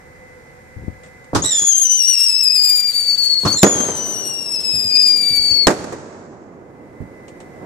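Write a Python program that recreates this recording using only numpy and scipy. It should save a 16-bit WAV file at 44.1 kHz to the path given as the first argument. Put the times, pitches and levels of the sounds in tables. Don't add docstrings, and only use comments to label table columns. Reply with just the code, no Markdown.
import sys
import numpy as np
from scipy import signal
from scipy.fft import rfft, irfft, next_fast_len
from scipy.io import wavfile
from scipy.ndimage import uniform_filter1d

SR = 44100
rng = np.random.default_rng(int(sys.argv[2]) if len(sys.argv) > 2 else 0)


def persist_wave(psi):
    counts = np.round(np.clip(psi, -1, 1) * 32767).astype(np.int16)
    wavfile.write(sys.argv[1], SR, np.atleast_2d(counts).T)


N = 337409
TIME = np.arange(N) / SR
PAN = np.array([[.5], [-.5]])

# (frequency [Hz], left-right correlation [-])
CORRELATION = [(30, 0), (200, 0.88), (500, 0.88), (1000, 0.22), (2000, 0), (4000, 0), (15000, 0.49)]
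# (frequency [Hz], level [dB])
HUM_TONES = [(506, -64.5), (748, -69), (2024, -62)]
# (time [s], level [dB])
RUMBLE_RIDE = [(0, -54), (3.5, -68), (4.2, -41), (7.54, -40.5), (7.64, -33.5)]
# (frequency [Hz], spectral density [dB])
AIR_EQ = [(15, -37.5), (25, -9.5), (125, -4), (404, -16.5), (488, -3.5), (637, -18.5), (879, -13.5),
          (1120, -19), (1720, -14.5), (1860, -18), (2020, -13), (2930, -33.5), (6720, -31.5),
          (13800, -40.5), (15000, -45)]
RUMBLE_EQ = [(20, -31.5), (97, -7.5), (230, -3), (380, -2.5), (800, -12), (1800, -27), (8000, -67)]
THUD_EQ = [(15, -32), (30, -43.5), (60, 3.5), (110, 2), (220, -8.5), (400, -18), (1000, -42), (4000, -64)]
TICK_EQ = [(500, 11), (2800, 2.5), (5000, -3), (8000, 2.5), (14000, -35)]
GAS_EQ = [(15, -41.5), (35, -28), (70, 0.5), (130, 1.5), (350, -2.5), (600, -11), (1200, -7), (2200, -26.5),
          (6000, -15.5), (14000, -25)]
ROLL_EQ = [(20, -37), (90, -5), (170, -4), (300, 1), (480, 0), (800, -7), (1800, -14.5), (3000, -21.5),
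           (7000, -18.5), (14000, -32)]
FUEL_HISS_EQ = [(100, -26.5), (300, -25), (1500, 2.5), (2700, 2), (4000, 9.5), (6000, 2), (8000, 11.5),
                (10000, -18), (14500, -19.5)]
BLAST_EQ = [(30, -46.5), (90, -7), (170, -0.5), (280, 5.5), (480, 6), (800, -3), (1800, -9.5), (3000, -25),
            (7000, -18), (14000, -41)]
# (time [s], level [dB], decay [s], left over right [dB])
THUD_CUES = [(.762, -29, 0.041, 7), (.82, -34.5, 0.081, 7), (.881, -19, 0.0084, 17), (4.73, -31, 0.05, 6),
             (4.85, -29, 0.021, 4.5), (5.305, -28.5, 0.019, 14.5), (5.39, -33.5, 0.022, 2),
             (5.51, -26, 0.018, -3.5), (7.003, -23, 0.026, -6)]
# (time [s], level [dB], decay [s])
TICK_CUES = [(1.033, -43.5, 0.034), (1.061, -53, 0.015), (1.243, -44, .008), (7.281, -39, 0.015),
             (7.402, -38.5, 0.015)]
# (time [s], level [dB], knock trim [dB], factor on the gusts' cutoff [-])
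LAUNCH_CUES = [(1.3313, -11, 3.5, 1), (3.433, -12.5, -4.5, 1)]
# (delay [s], level [dB], rise [s], decay [s], cutoff [Hz])
LAUNCH_STAGES = [(.017, 1.5, .001, 0.036, 5800), (.028, -3, .0008, .008, 3000),
                 (.105, -11, .0014, .02, 2000), (.285, -13.5, .0044, 0.017, 1200)]
# (frequency [Hz], time to fall 60 dB [s])
STREET_DECAY = [(60, 2.4), (250, 2), (600, 2.4), (1500, 2.5), (3000, 1.3), (7000, 1.7), (14000, 0.18)]
# (tube catches [s], fuel spent [s], run-up [s], die-away [s], full pitch [Hz],
# pitch it sinks towards [Hz], fall time [s], wobble rate [Hz], wobble depth [share of pitch],
# first crest after [s], wobble lasts [s])
FLIGHTS = [(1.444, 3.61, .024, 0.091, 7473, 3960, .912, 6.8, .017, 0.071, 1.15),
           (3.572, 5.664, .047, 0.024, 7017, 3610, 1.448, 9.66, .03, .02, 0.156)]
# (time [s], level [dB])
FIRST_RIDE = [(1.45, -21), (1.55, -19), (1.78, -13.5), (2.0, -17), (2.7, -17.5), (2.88, -20), (3.1, -18),
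              (3.55, -21.5)]
SECOND_RIDE = [(3.58, -17.5), (3.75, -18.5), (3.95, -25.5), (4.45, -28), (4.7, -20), (4.88, -22.5),
               (4.97, -13.5), (5.09, -13.5), (5.19, -19), (5.64, -17.5)]
# (time [s], undertone gain [dB], overtone gain [dB], hiss gain [dB])
FIRST_GRIT = [(1.46, 10.5, -13, -17.5), (1.8, -6, -2.5, -29), (2.15, 6.5, 3.5, -21), (2.5, -1, 2, -28.5),
              (2.8, 5.5, 3.5, -23.5), (3.2, -12.5, -6, -26), (3.55, -3.5, -3, -19)]
SECOND_GRIT = [(3.58, 0.5, -11.5, -35), (3.898, -1, -5, -17), (4.3, 8, 6.5, -21), (4.8, 2.5, 4, -23.5),
               (5.05, -0.5, -3, -28.5), (5.35, 7.5, 2, -20.5), (5.65, 1, -11.5, -29.5)]
# (time [s], level change [dB], bend [share of pitch], half-length [s])
FLAME_FALTERS = [(1.684, 2.5, -.025, 0.017), (2.039, 0, -.025, 0.01), (2.102, 2.5, .02, 0.026),
                 (2.412, 2, .035, 0.012), (2.82, -3.5, -.01, .012), (2.926, -16, -.025, 0.014),
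                 (3.052, -9.5, -.003, 0.011), (3.167, -19, -.003, .012), (3.407, -5.5, .003, 0.01),
                 (3.457, -21, -.01, 0.014), (3.532, 1.5, .04, 0.032), (4.557, 3.5, -.018, .025),
                 (4.626, -7.5, .015, 0.016), (5.012, -1, .018, 0.057)]
# (multiple of the main tone [-], level when shrill [dB], level when low [dB])
TUBE_PARTIALS = [(.25, -33, -55.5), (.5, -17, -24), (.75, -23, -39.5), (1, -0.5, 3), (1.25, -12, -54),
                 (1.5, -13.5, -16.5), (2, -25.5, -17.5), (2.5, -31.5, -27), (3, -32, -22.5)]
# (frequency [Hz], left over right [dB])
WHISTLE_PAN = [(2000, 8.5), (3300, -1.5), (4500, 9), (5400, 9.5), (6500, 10), (7500, -9.5), (9000, -3.5),
               (11000, 4.5), (14700, 6.5)]
# (delay [s], level [dB])
WALL_TAPS = [(.0047, -16), (.011, -15), (.019, -18), (.034, -22), (.258, -41)]
# (time [s], level [dB], blast decay [s], shock length [s], boom [Hz], boom level [dB])
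BURST_CUES = [(3.6313, 1.5, 0.015, 0.00084, 204.4, 5.5), (5.6695, -3.5, 0.025, 0.00058, 317, -18)]
# (delay [s], level against the burst [dB], decay [s])
SLAPBACKS = [(0.0121, 8, 0.0012), (0.034, -11.5, 0.013), (.171, -13, .006), (0.254, -18.5, 0.015)]


def amp(db):
    return 10 ** (np.asarray(db) / 20)


def unit_rms(x):
    return x / np.sqrt(np.mean(x ** 2) + 1e-20)


def curve_at(points, hz):
    f, value = np.transpose(points)
    return np.interp(np.log(hz + 1), np.log(f + 1), value)


def wander(rate_hz):
    size = next_fast_len(N, real=True)
    hz = np.fft.rfftfreq(size, 1 / SR)
    return unit_rms(irfft(rfft(rng.standard_normal(size)) / (1 + (hz / rate_hz) ** 2), size)[:N])


def noise(eq):
    size = next_fast_len(N)
    hz = np.fft.rfftfreq(size, 1 / SR)
    left, spread = rfft(rng.standard_normal((2, size)))
    alike = curve_at(CORRELATION, hz)
    right = alike * left + np.sqrt(1 - alike ** 2) * spread
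    return unit_rms(irfft(np.array([left, right]) * amp(curve_at(eq, hz)), size)[:, :N])


def lowpass(x, hz):
    return signal.sosfilt(signal.butter(2, min(hz, .45 * SR), fs=SR, output="sos"), x)


def hit(s, db, rise, decay):
    age = np.maximum(TIME - s, 0)
    return amp(db) * (1 - np.exp(-age / rise)) * np.exp(-np.minimum(age / decay, 50))


def levelled(x, size=400):
    return x / np.sqrt(uniform_filter1d((x ** 2).mean(0), size) + 1e-9)


def panned(x, pan_db, lag_s=0):
    left = np.interp(TIME - lag_s, TIME, x[0], left=0)
    return np.array([left, x[1]]) * amp(pan_db * PAN)


def night_bed(gain_db=12, waver_hz=6, dip_s=.52, dip_db=22.5):
    hum = sum(amp(db + 2 + 2 * wander(13)) * np.sin(2 * np.pi * np.cumsum(hz + waver_hz * wander(40)) / SR)
              for hz, db in HUM_TONES)
    air = amp(-57) * noise(AIR_EQ)
    dips = []
    for s, db, *_ in LAUNCH_CUES + BURST_CUES:
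        age = np.maximum(TIME - s, 0) / dip_s
        dips.append((dip_db + .92 * db) * (age * np.exp(1 - age)) ** 2.2)
    return (hum + air) * amp(gain_db - np.max(dips, axis=0))


def far_rumble():
    return noise(RUMBLE_EQ) * amp(np.interp(TIME, *np.transpose(RUMBLE_RIDE)) + .66 * wander(35))


def thuds():
    envelope = sum(hit(s, db, .0021, decay) * amp(pan_db * PAN) for s, db, decay, pan_db in THUD_CUES)
    return levelled(noise(THUD_EQ), size=800) * envelope


def ticks():
    return noise(TICK_EQ) * sum(hit(s, db, .00033, decay) for s, db, decay in TICK_CUES)


def launches(knock_db=-4, knock_s=.012, knock_hz=900):
    gas = levelled(noise(GAS_EQ))
    knocks = sum(hit(s, db + trim_db + knock_db, .0004, knock_s) for s, db, trim_db, _ in LAUNCH_CUES)
    gusts = sum(lowpass(gas * hit(s + delay, db + stage_db, rise, decay), bright * hz)
                for s, db, _, bright in LAUNCH_CUES for delay, stage_db, rise, decay, hz in LAUNCH_STAGES)
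    return lowpass(gas * knocks, knock_hz) + gusts


def street_reverb(x, decay_scale=1):
    scatter = noise([(20, 0), (20000, 0)]) * amp(.8 * wander(15))
    hz, t, spectrum = signal.stft(scatter[:, :2 * SR], SR, nperseg=256)
    t60 = decay_scale * curve_at(STREET_DECAY, hz)[:, None]
    tail = signal.istft(spectrum * amp(-60 * t / t60), SR, nperseg=256)[1]
    tail *= 1 - np.exp(-np.arange(tail.shape[1]) / SR / .0079)
    return signal.fftconvolve(x, tail / np.linalg.norm(tail[0]), axes=1)[:, :N]


def roll(burst_db=12, launch_db=9):
    pushes = np.zeros(N)
    for cues, gain_db in ((BURST_CUES, burst_db), (LAUNCH_CUES, launch_db)):
        for s, db, *_ in cues:
            pushes[round(s * SR)] += amp(db + gain_db)
    spectrum = amp(curve_at(ROLL_EQ, np.fft.rfftfreq(2048, 1 / SR)))
    pulse = np.fft.fftshift(irfft(spectrum))
    return street_reverb(signal.oaconvolve(pushes, pulse / np.linalg.norm(pulse), "same")[None])


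def flight(rocket, ride):
    caught, spent, run_up, die, full_hz, empty_hz, fall, wobble_hz, depth, crest, lasts = rocket
    age = np.maximum(TIME - caught, 0)
    glide_hz = empty_hz + (full_hz - empty_hz) * np.exp(-age / fall)
    cold = np.sqrt(np.clip((caught - TIME) / run_up, 0, 1))
    dying = np.clip(1 - (spent - TIME) / die, 0, 1)
    tumble = depth * np.cos(2 * np.pi * wobble_hz * (age - crest)) / (1 + (age / lasts) ** 8)
    overshoot = .035 * np.exp(-(age / .08) ** 2)
    bend = tumble + overshoot - .17 * cold - .05 * dying
    db = np.interp(TIME, *np.transpose(ride)) - 6 * cold - 11 * dying
    falter_db = 0
    for s, step_db, share, length in FLAME_FALTERS:
        if caught < s < spent:
            bump = np.exp(-np.minimum(((TIME - s) / length) ** 2, 50))
            bend += share * bump
            falter_db += step_db * bump
    return glide_hz * (1 + bend), db, falter_db


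def whistle(rocket, ride, grit, gain_db, build_s, flutter_db, sputter_db, chug_hz=19, flare_db=2):
    caught, spent, run_up, *_ = rocket
    lit = caught - run_up
    hz, db, falter_db = flight(rocket, ride)
    grit_s, *columns = np.transpose(grit)
    under_db, over_db, hiss_db = (np.interp(TIME, grit_s, column) for column in columns)
    shrill = np.clip((hz - 4600) / 2200, 0, 1)
    screech = 1.2 * np.exp(-np.maximum(TIME - caught, 0) / .12)
    unrest = .55 + .6 * np.sqrt(shrill) + screech
    chug = .007 * np.sqrt(shrill) * np.sin(2 * np.pi * (chug_hz * TIME + .25 * wander(4.3)))
    shake = .009 * wander(30) + .0063 * wander(320) + .0048 * wander(1800)
    turns = np.cumsum(hz * (1 + chug + unrest * shake)) / SR
    lag = np.array([[0], [1]]) * (.24 + .09 * wander(23))
    fuzz = .055 * wander(300)
    sputter = sputter_db * wander(18)
    built = np.clip((TIME - lit - build_s) / .008, 0, 1)
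    under, over = built * amp(under_db), built * amp(over_db + sputter)
    tone = np.zeros((2, N))
    for k, shrill_db, low_db in TUBE_PARTIALS:
        gain = amp(low_db + shrill * (shrill_db - low_db))
        if k != 1:
            gain *= (under if k < 1 else over) * amp(flare_db * wander(4.6))
        audible = np.clip((17000 - k * hz) / 2000, 0, 1)
        pan = amp(curve_at(WHISTLE_PAN, k * hz) * PAN)
        pan /= np.sqrt((pan ** 2).mean(0))
        tone += gain * audible * pan * np.sin(2 * np.pi * (k * turns - lag + (k - 1) * fuzz))
    flutter = np.minimum([wander(80), wander(80)], .8)
    tone *= amp(flutter_db * unrest * flutter + falter_db)
    hiss = amp(hiss_db + .45 * sputter) * noise(FUEL_HISS_EQ)
    gate = np.clip((TIME - lit) / .0029, 0, 1) * np.clip((spent - TIME) / .006, 0, 1)
    return gate * amp(gain_db + db) * (tone + hiss)


def with_walls(x, drift_s=.0001):
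    reflections = np.zeros((2, N))
    for delay, db in WALL_TAPS:
        for side in range(2):
            sent = TIME - delay - drift_s * wander(1.3)
            reflections[side] += amp(db) * np.interp(sent, TIME, x[side], left=0)
    return x + reflections


def bursts(shock_db=5, crack_db=5):
    blast = levelled(noise(BLAST_EQ))
    crack = noise([(500, 9.0), (2000, -2.5), (7500, -0.5), (14000, -29)])
    bangs = np.zeros((2, N))
    for s, db, decay, shock_s, boom_hz, boom_db in BURST_CUES:
        age = np.clip((TIME - s) / shock_s, 0, 50)
        bangs += amp(db + shock_db) * (age > 0) * (1 - age) * np.exp(-age)
        bangs += blast * hit(s, db, .000563, decay)
        bangs += crack * hit(s, db + crack_db, rise=.0001, decay=.0042)
        bangs += hit(s, boom_db, rise=.0037, decay=.011) * np.sin(2 * np.pi * boom_hz * (TIME - s))
    slaps = sum(hit(s + delay, db + slap_db, .0011, decay)
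                for s, db, *_ in BURST_CUES for delay, slap_db, decay in SLAPBACKS)
    return bangs + (blast + amp(-19) * crack) * slaps


def scene():
    first = whistle(FLIGHTS[0], FIRST_RIDE, FIRST_GRIT,
                    gain_db=4.5, build_s=.015, flutter_db=3.5, sputter_db=4)
    second = whistle(FLIGHTS[1], SECOND_RIDE, SECOND_GRIT,
                     gain_db=4, build_s=.04, flutter_db=2.5, sputter_db=3)
    shriek = with_walls(first + second)
    mix = shriek + street_reverb(amp(-28) * shriek, decay_scale=.5)
    mix += panned(launches(), pan_db=-2)
    mix += panned(bursts(), pan_db=-2, lag_s=.00014)
    mix += panned(roll(), pan_db=-2.5, lag_s=.00015)
    mix += thuds() + ticks()
    mix += panned(night_bed(), pan_db=-1.5, lag_s=-.00038)
    return mix + panned(far_rumble(), pan_db=-3.5, lag_s=.00016)


def record(dry, cutoff_hz=14800):
    clipped = dry / (1 + dry ** 8) ** (1 / 8)
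    band_limit = signal.firwin(255, cutoff_hz, window=("kaiser", 8), fs=SR)
    return signal.oaconvolve(clipped, band_limit[None], "same")


dry = scene()
out = record(dry)
persist_wave(out)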